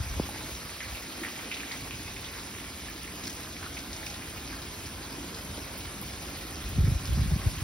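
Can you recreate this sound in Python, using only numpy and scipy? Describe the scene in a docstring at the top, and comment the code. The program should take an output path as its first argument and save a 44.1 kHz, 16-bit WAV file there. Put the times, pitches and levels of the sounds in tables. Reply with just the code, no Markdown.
"""Thick chutney simmers in a pan: tiny bursts at the hot metal sizzle over a low kitchen rumble.
At the start a wooden spoon drags through the sauce and lifts with a plop.
For about four seconds bubbles smack wetly, with a few low glugs and sharp spits.
Then the smacks thin out, leaving glugs and spits. Near seven seconds the spoon stirs with dull bumps.
A hand-held pair of microphones listens throughout."""
import sys
import numpy as np
from scipy import signal
from scipy.fft import rfft, irfft
from scipy.io import wavfile
from scipy.ndimage import uniform_filter1d

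SR = 44100
rng = np.random.default_rng(int(sys.argv[2]) if len(sys.argv) > 2 else 0)


def file_out(sig):
    """Save sig as 16-bit WAV at sys.argv[1]."""
    # one column per channel
    cols = np.atleast_2d(sig).T
    # limit, then scale
    lim = np.clip(cols, -1, 1)
    pcm = np.round(lim * 32767).astype(np.int16)
    wavfile.write(sys.argv[1], SR, pcm)


N = 336791  # about 7.6 seconds


def amp(db):
    """Turns decibels into a number to multiply by."""
    return 10 ** (np.asarray(db) / 20)


def evened(x):
    """Scales a signal to an average strength (rms) of 1."""
    return x / np.sqrt(np.mean(x ** 2) + 1e-20)


def value_at(table, hz):
    """Reads between the rows of a frequency table, on a logarithmic scale."""
    row_hz, value = np.transpose(table)
    return np.interp(np.log(hz + 1), np.log(row_hz + 1), value)


def level(table, column=1):
    """Turns a table of times and dB levels into a gain for every sample."""
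    rows = np.array(table)
    return amp(np.interp(np.arange(N) / SR, rows[:, 0], rows[:, column]))


def coloured(x, colour):
    """Shapes the lows and highs of x by a table, then evens its strength."""
    gain = amp(value_at(colour, np.fft.rfftfreq(N, 1 / SR)))
    return evened(irfft(rfft(x) * gain, N))


def add(mix, start_s, sound):
    """Adds a sound into the mix at the given time."""
    start = round(start_s * SR)
    part = mix[..., max(start, 0):start + sound.shape[-1]]
    part += sound[..., max(-start, 0):][..., :part.shape[-1]]


# The tone of the rumble's two parts. Each row: frequency in Hz, relative level in dB.
DEEP_COLOUR = [(15, -49), (28, -27), (45, -1.5), (70, -1), (110, -5), (170, -10.5), (300, -26), (600, -40)]
UPPER_COLOUR = [(70, -35), (140, -7), (200, 0), (300, 2), (400, -4.5), (550, -10.5), (1000, -38)]
# How the rumble rises and falls. Each row: time in seconds, deep and upper relative levels in dB.
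RUMBLE_LEVELS = [(0, -54, -72), (0.18, -48, -46), (0.27, -44.5, -47.5), (0.6, -43, -51.5),
                 (0.75, -50.5, -54), (1.1, -53, -49.5), (1.36, -49.5, -48.5), (1.63, -54.5, -48),
                 (1.8, -44.5, -49), (2.3, -48, -49), (4.9, -45.5, -48), (5.3, -45.5, -48.5),
                 (5.7, -45, -47.5), (6.3, -45, -47), (7.64, -39.5, -50)]


def rumble():
    """The stove and kitchen make a low, unbroken noise."""
    deep = level(RUMBLE_LEVELS, column=1) * coloured(rng.standard_normal((2, N)), DEEP_COLOUR)
    upper = level(RUMBLE_LEVELS, column=2) * coloured(rng.standard_normal((2, N)), UPPER_COLOUR)
    return amp(0.6) * deep + amp(0.58) * upper


# The tone of the air in the pan. Each row: frequency in Hz, relative level in dB.
HOLLOW_COLOUR = [(400, -20), (750, -5), (1080, -14.5), (1400, -4.5), (2200, -28)]
# The hollow is loudest when heard from above the pan. Each row: time in seconds, relative level in dB.
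HOLLOW_LEVELS = [(0, -10), (0.5, -16), (1.05, -34), (3.2, -18.5), (4.4, -12.5), (5.2, -9.5), (6.3, -11.5),
                 (7.64, -10.5)]


def pan_hollow(note_hz=1046, width_hz=49, note_db=-5):
    """The sizzle stirs the air in the pan: a hollow noise with one clear note."""
    broad, drive = rng.standard_normal((2, 2, N))
    note = evened(signal.lfilter(*signal.iirpeak(note_hz, note_hz / width_hz, SR), drive))
    return level(HOLLOW_LEVELS) * (coloured(broad, HOLLOW_COLOUR) + amp(note_db) * note)


def ring(hz, cycles):
    """A small pocket of air rings for a few cycles, rising in pitch as its skin opens."""
    age = np.arange(2048) * hz / SR  # counted in cycles
    envelope = (1 - np.exp(-age / 0.16)) * np.exp(-age / cycles)
    return envelope * np.sin(2 * np.pi * (age + 0.0093 * np.minimum(age, 8) ** 2))


def hiss(patchy_db, swell_db):
    """Steam noise flutters in small patches of pitch and swells over wide ones as the boil surges."""
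    grid = (257, N // 128 + 5)  # pitch bands by time steps
    real, imaginary = rng.standard_normal((2, 2, *grid))
    fine, broad = rng.standard_normal((2, *grid))
    patches = evened(uniform_filter1d(uniform_filter1d(fine, size=12, axis=1), size=10, axis=0))
    swell = evened(uniform_filter1d(uniform_filter1d(broad, size=32, axis=1), size=70, axis=0))
    spectrum = (real + 1j * imaginary) * amp(patchy_db * patches + swell_db * swell)
    _, noise = signal.istft(spectrum, nperseg=512, noverlap=384)
    return evened(noise[:, :N])


def crackle(low_hz, high_hz, per_s, spread_db, cycles, pitches=24):
    """Countless tiny bubbles burst, each with a random pitch and size."""
    sizes = amp(spread_db * np.minimum(rng.exponential(1, (2, N)), 4.5))
    kicks = sizes * (rng.random((2, N)) < per_s / SR)
    kicks *= rng.choice([-1, 1], (2, N))
    pitch_index = rng.integers(0, pitches, (2, N))
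    out = np.zeros((2, N))
    for k, hz in enumerate(np.linspace(low_hz, high_hz, pitches)):
        bubble = evened(ring(hz, cycles))
        out += signal.oaconvolve(kicks * (pitch_index == k), bubble[None], axes=1)[:, :N]
    return evened(out)


def surge(depth_db):
    """A quick flutter in loudness, as steam breaks out in spurts."""
    return amp(depth_db * evened(uniform_filter1d(rng.standard_normal(N), size=500)))


def echoes(x, echo_db, drift_s=0.000482, count=8):
    """Pan wall, stove and counter bounce the sound back; the delays drift as the microphones move."""
    n, out = np.arange(N), x.copy()
    for delay_s, sway_hz, offset in rng.uniform([.001, .08, 0], [.007, .3, 1], (count, 3)):
        sway = np.sin(2 * np.pi * (sway_hz * n / SR + offset))
        delayed = n - SR * (delay_s + drift_s * sway)
        out += amp(echo_db) * np.array([np.interp(delayed, n, row) for row in x])
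    return out


# The tone of the sizzle's body and its high fizz. Each row: frequency in Hz, relative level in dB.
BODY_COLOUR = [(150, -14), (400, -2.5), (650, -.5), (1050, -.3), (1600, -1.4), (1850, -1.5), (2300, 1),
               (3000, -1.3), (4000, -2), (5200, -2.3), (6500, -5.8), (8000, -13), (12000, -35)]
FIZZ_COLOUR = [(3000, -25), (5000, -6), (6300, 2.0), (7600, 2.8), (9000, .5), (12400, .3), (13400, -.2),
               (14300, -2), (15800, -2.2)]
# How the whole sizzle rises and falls. Each row: time in seconds, relative level in dB.
SIZZLE_LEVELS = [(0.03, -45.5), (1.78, -45), (1.99, -46), (2.81, -47), (3.04, -47), (3.42, -46.5),
                 (3.76, -47), (4.1, -46.5), (4.29, -46.5), (5.28, -47), (5.89, -46.5), (7.6, -45.5)]


def sizzle(body_db=3, fizz_db=-1):
    """Steam hisses out of the sauce; the nearest bursts crackle and small bubbles simmer wetly."""
    grains = crackle(600, 8000, per_s=2600, spread_db=3.2, cycles=1.2)
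    body = coloured(hiss(patchy_db=2, swell_db=0.52) + amp(-10) * grains, BODY_COLOUR)
    simmer = amp(-26) * crackle(1950, 2400, per_s=120, spread_db=1.7, cycles=9, pitches=8)
    fizz = hiss(patchy_db=3, swell_db=1.1)
    fizz += amp(-6.5) * crackle(7800, 12600, per_s=1600, spread_db=0.1, cycles=4.2)
    sound = amp(body_db) * (body + simmer + pan_hollow()) + amp(fizz_db) * coloured(fizz, FIZZ_COLOUR)
    return echoes(level(SIZZLE_LEVELS) * sound * surge(depth_db=0.45), echo_db=-24)


# Hollow swells of the simmer. Each row: start in seconds, length in seconds, level in dB, pitch in Hz.
SWELLS = [(1.026, 0.16, -50.5, 286), (1.129, 0.19, -48, 290), (3.201, 0.13, -51, 262),
          (3.681, 0.32, -54, 255), (4.358, 0.25, -54, 286), (5.077, 0.2, -47, 286), (5.252, 0.18, -55, 410),
          (5.921, 0.13, -47, 222)]


def swells(width_hz=75):
    """A low, hollow note rises out of the simmer and sinks back."""
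    out, freqs = np.zeros((2, N)), np.fft.rfftfreq(16384, 1 / SR)
    for start_s, length_s, db, hz in SWELLS:
        noise = rng.standard_normal((2, 16384))
        band = 1 / (1 + ((freqs - hz) / width_hz) ** 4)
        note = irfft(rfft(noise) * band)[:, :round(length_s * SR)]
        add(out, start_s, amp(db) * evened(note * np.hanning(note.shape[1])))
    return out


def bursts(rows, gain_db, cycles, spatter_db, spatter_s, octaves, clump_db, droplets_per_s):
    """Each bubble's skin snaps and rings; clumps of tiny droplets trail off around the same pitch."""
    out, t, freqs = np.zeros((2, N)), np.arange(8192) / SR, np.fft.rfftfreq(8192, 1 / SR)
    envelope = np.exp(-t / spatter_s) * (1 - np.exp(-t / 0.00032))
    for start_s, db, hz, trail_db in rows:
        clumps = evened(uniform_filter1d(rng.standard_normal(len(t)), size=100))
        sizes = rng.standard_normal((2, len(t))) * amp(clump_db * clumps)
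        droplets = sizes * (rng.random((2, len(t))) < droplets_per_s / SR)
        band = 1 / (1 + (np.log2((freqs + 1) / hz) / octaves) ** 2)
        sound = evened(irfft(rfft(droplets) * band)) * amp(spatter_db + trail_db) * envelope
        snap = ring(hz, cycles)
        add(sound[0], 0, snap / abs(snap).max())  # row 0 is what both microphones share
        add(out, start_s + .001, amp(db + gain_db) * sound)
    return out


# Large bubbles. Each row: start in seconds, relative level in dB, pitch in Hz, extra churning in dB.
GLUGS = [(0.437, -32, 276, -4), (0.486, -38.5, 400, 8), (0.608, -51, 190, 0), (1.215, -31, 297, -2),
         (4.247, -38, 275, -9), (4.452, -37, 269, -4), (4.651, -36, 240, -9), (5.242, -34, 328, -1),
         (5.445, -36, 205, -2), (5.577, -28, 318, 2.5), (5.754, -37, 560, -3)]


def glugs():
    """Large bubbles glug deep in the sauce and leave it churning."""
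    return bursts(GLUGS, gain_db=-3.5, cycles=2.3, spatter_db=-10.5, spatter_s=0.039,
                  octaves=0.71, clump_db=-2, droplets_per_s=2700)


# Sharp spits. Each row: start in seconds, relative level in dB, pitch in Hz, extra spatter in dB.
SPITS = [(0.29, -31, 11000, -3), (0.436, -31, 4000, -8), (0.55, -32, 3620, -5), (1.54, -29.5, 3400, 3.5),
         (1.716, -27.5, 4100, 0), (2.396, -31, 3600, -8), (2.899, -27, 14500, -12),
         (3.032, -26.5, 10000, -11), (3.236, -32, 5300, -1), (3.254, -32, 4900, 1), (3.269, -26, 5070, -3),
         (3.296, -33, 5600, 2), (3.328, -31.5, 5300, -2), (3.365, -37, 5100, 2), (3.399, -38, 5400, 5),
         (3.43, -39, 5200, 4), (3.744, -34, 4800, -2), (3.787, -31, 4900, 0), (3.929, -28.5, 4080, -3),
         (3.931, -27, 5700, -4), (3.964, -27, 5270, -9), (4.063, -27, 5200, -2), (4.099, -31, 5600, 0),
         (4.14, -36, 3700, 6), (4.476, -31, 4400, -6), (4.618, -34, 4780, 0), (4.857, -31.5, 4970, -1),
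         (5.127, -31.5, 4390, -9), (5.344, -33, 4550, -4), (5.571, -32, 4000, -3), (5.775, -25, 12800, -3),
         (5.805, -32, 3810, -3), (5.854, -31, 2920, -3), (6.014, -20, 12500, -13), (6.351, -33, 4100, -3),
         (6.373, -29, 13000, -6), (6.556, -31, 4760, -4), (6.688, -30, 12700, -5), (7.0545, -25, 4950, -7),
         (7.055, -29, 11000, -9), (7.073, -33, 5000, -2), (7.132, -28, 10900, -9), (7.206, -32, 9700, -11)]


def spits():
    """Droplets burst with a high snap and a short, dry spatter."""
    return bursts(SPITS, gain_db=0, cycles=3, spatter_db=-8.5, spatter_s=0.017,
                  octaves=0.54, clump_db=1, droplets_per_s=2200)


# Wet smacks. Each row: start in seconds, relative level in dB, pitch in Hz, extra spatter in dB.
SMACKS = [(0.289, -27, 776, -10), (0.347, -34.5, 1960, 4), (0.359, -33, 810, -17), (0.694, -28, 2300, -9),
          (0.804, -24, 1970, -1.5), (0.828, -32, 2000, 5), (0.948, -30, 2480, 2.5), (1.233, -25, 1980, 3),
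          (1.237, -29, 1500, -6), (1.248, -25, 1910, -5), (1.266, -22.5, 1790, -9), (1.284, -28, 2600, -3),
          (1.362, -26, 2200, -5), (1.39, -36, 2180, -3), (1.514, -20.5, 2480, 2), (1.568, -29.5, 2400, 3),
          (1.599, -30, 2310, 4), (1.633, -23.5, 1820, -8), (1.675, -35, 2200, 4), (1.712, -24, 2080, 1.5),
          (1.744, -36, 2100, 0), (1.908, -26.5, 2550, 1.5), (2.163, -29.5, 2270, 0), (2.243, -31, 3320, 4),
          (2.332, -35, 2490, -2), (2.549, -28, 2140, -10), (2.584, -29, 2220, -5), (2.641, -30, 2400, -5),
          (2.684, -33, 2100, -7), (2.856, -36, 2090, -4), (2.883, -32, 1750, 0), (3.041, -32, 2250, -1),
          (3.075, -36, 2070, -1), (3.111, -38, 2190, -5), (3.235, -30, 2220, -1), (3.565, -29, 2150, -6),
          (3.626, -31.5, 1450, 4), (3.662, -28, 1310, -4), (3.768, -30.5, 2380, 4.5), (4.029, -32, 1750, 1),
          (4.066, -25.5, 2500, -4), (4.221, -30.5, 2140, 0), (7.416, -31, 1850, -6)]


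def smacks():
    """Bubbles in the thick sauce break open with a wet smack."""
    return bursts(SMACKS, gain_db=-2, cycles=2.3, spatter_db=-12, spatter_s=0.034,
                  octaves=0.29, clump_db=0.5, droplets_per_s=3500)


# The tone of the dragging spoon. Each row: frequency in Hz, relative level in dB.
DRAG_COLOUR = [(20, -47), (52, 3), (80, 3), (150, -11.5), (250, -18), (500, -40), (4000, -80)]
# Strokes of the spoon. Each row: start in seconds, length in seconds, level in dB.
STROKES = [(0.0, 0.26, -37.5), (0.844, 0.13, -43.5), (6.64, 0.13, -38), (6.76, 0.14, -30),
           (7.015, 0.089, -36.5), (7.083, 0.21, -30.5), (7.35, 0.06, -41), (7.51, 0.11, -38.5)]


def spoon_strokes(fade_s=0.0077, apart_db=-16):
    """The spoon drags through the sauce with a low shudder, nearly alike on the left and right."""
    t, push = np.arange(N) / SR, np.zeros(N)
    for start_s, length_s, db in STROKES:
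        from_edge_s = np.minimum(t - start_s, start_s + length_s - t)
        push += amp(db) * np.clip(from_edge_s / fade_s, 0, 1)
    shared, apart = push * coloured(rng.standard_normal((2, N)), DRAG_COLOUR)
    return shared + amp(apart_db) * np.array([apart, -apart])


# The tone of the spoon's dull rubbing. Each row: frequency in Hz, relative level in dB.
RUB_COLOUR = [(20, -23), (50, 1), (90, 5.5), (160, -3.5), (250, -6.5), (350, -16), (550, -20), (1200, -48),
              (5000, -75)]
# Bumps of the spoon. Each row: time of the peak in seconds, level in dB, pitch in Hz, fade in cycles.
BUMPS = [(0.008, -22.5, 101, 0.48), (0.113, -25.5, 62.4, 0.69), (6.769, -25, 105, 0.56),
         (6.789, -14.5, 138, 1), (6.811, -17, 91, 1.5), (6.845, -15.5, 111, 1.1), (6.871, -25, 202, 0.41),
         (6.885, -15, 116, 0.69), (6.901, -22, 80, .5), (6.924, -17.5, 122, 0.75), (6.96, -20, 72.5, .65),
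         (7.097, -26.5, 105, 0.83), (7.13, -23.5, 82, 1.5), (7.179, -20, 155, 0.69),
         (7.193, -19.5, 139, 1.5), (7.219, -17, 116, 0.53), (7.263, -22.5, 153, 0.35),
         (7.286, -22.5, 80, 0.98), (7.324, -18, 125, 0.6), (7.337, -17, 104, 0.88), (7.365, -21, 150, 0.49),
         (7.397, -31, 212, 0.45), (7.472, -14.5, 91, 0.73), (7.627, -23.5, 102, 0.32)]


def spoon_bumps(rise_cycles=0.55, lag_cycles=0.13, sag=0.5, rub_db=-19, knock_db=-15):
    """Each soft blow is a brief knock, then a swing or two of sinking pitch, with rubbing around it."""
    thuds, pressure, t = np.zeros(N), np.zeros(N), np.arange(-4096, 4096) / SR
    for peak_s, db, hz, fade_cycles in BUMPS:
        age = np.arange(-2, 5, hz / SR)  # cycles from the peak
        swing = np.cos(2 * np.pi * (1 - np.exp(-sag * age)) / sag)
        width = np.where(age < lag_cycles, rise_cycles, fade_cycles)
        envelope = 1 / np.cosh((age - lag_cycles) / width) ** 1.4
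        add(thuds, peak_s - 2 / hz, amp(db) * swing * envelope)
        add(thuds, peak_s - 0.716 / hz, amp(db + knock_db) * ring(hz=340, cycles=0.96))
        rub_s = 0.85 / hz  # quick blows rub briefly
        add(pressure, peak_s + t[0], amp(db) ** 2 * np.exp(-abs(t) / rub_s))
    rub_noise = coloured(rng.standard_normal((2, N)), RUB_COLOUR)
    shared, apart = amp(rub_db) * np.sqrt(pressure) * rub_noise
    return thuds + shared + amp(-1.5) * np.array([apart, -apart])


def spoon_plop(start_s=0.1961, gain_db=-17, start_hz=1650, end_hz=130, fall_s=0.002, rise_s=0.0046):
    """The spoon lifts and a pocket of air opens in the sauce: one short note that falls steeply."""
    out, t = np.zeros(N), np.arange(2048) / SR
    hz = end_hz + (start_hz - end_hz) * np.exp(-t / fall_s)
    age = t / rise_s
    envelope = 2 * age ** 1.74 / (1 + age ** 4.6)
    add(out, start_s, amp(gain_db) * envelope * np.sin(2 * np.pi * np.cumsum(hz) / SR))
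    return out


# How far the left side runs ahead of the right. Each row: frequency in Hz, lead in radians.
LEFT_LEAD = [(280, 0), (700, .65), (1700, .1), (2800, 1.5), (3800, .55), (4500, 1.1), (5000, .15),
             (5700, .9), (6850, 2.95), (8100, 3.35), (9800, 6.1), (11500, 6.6), (12700, 9.2), (14300, 9.65),
             (15400, 12.2)]
# How alike the two sides sound. Each row: frequency in Hz, likeness from 0 to 1.
LIKENESS = [(100, 1), (300, 0.97), (650, 0.71), (1300, 0.59), (1800, 0.81), (2900, 0.53), (4000, 0.63),
            (4500, 0.67), (5300, 0.66), (6200, 0.92), (7100, 1), (15000, 1)]
# Which side is louder. Each row: frequency in Hz, left minus right in dB.
BALANCE = [(60, -.3), (200, -1.4), (380, -2.2), (700, -1.3), (1290, 1), (2400, -2.5), (4400, -.4),
           (6000, 0)]


def microphones(x):
    """Row 0 of x reaches both sides, the right one later; row 1 is scattered sound that parts them."""
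    hz = np.fft.rfftfreq(N, 1 / SR)
    likeness = np.clip(value_at(LIKENESS, hz), 0, .995)
    shared = rfft(x[0]) * np.sqrt((1 + likeness) / 2)
    scattered = rfft(x[1]) * np.sqrt((1 - likeness) / 2)
    lean_left = amp(value_at(BALANCE, hz) / 2) * np.exp(1j * value_at(LEFT_LEAD, hz) / 2)
    return irfft(np.array([(shared + scattered) * lean_left, (shared - scattered) / lean_left]), N)


def scene():
    """Mixes kitchen, pan and spoon; the spoon's low sounds reach both sides nearly alike."""
    bubbles = smacks() + spits() + glugs()
    background = sizzle() + rumble() + swells()
    spoon = spoon_bumps() + spoon_strokes() + spoon_plop()
    return microphones(background + bubbles) + spoon


def record(dry, low_hz=28, high_hz=15800):
    """Trims away the very lowest and highest sounds."""
    low_cut = signal.butter(2, low_hz, "highpass", fs=SR, output="sos")
    high_cut = signal.firwin(511, high_hz, window=("kaiser", 9), fs=SR)
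    return signal.oaconvolve(signal.sosfiltfilt(low_cut, dry), high_cut[None], "same")


dry = scene()
out = record(dry)
file_out(out)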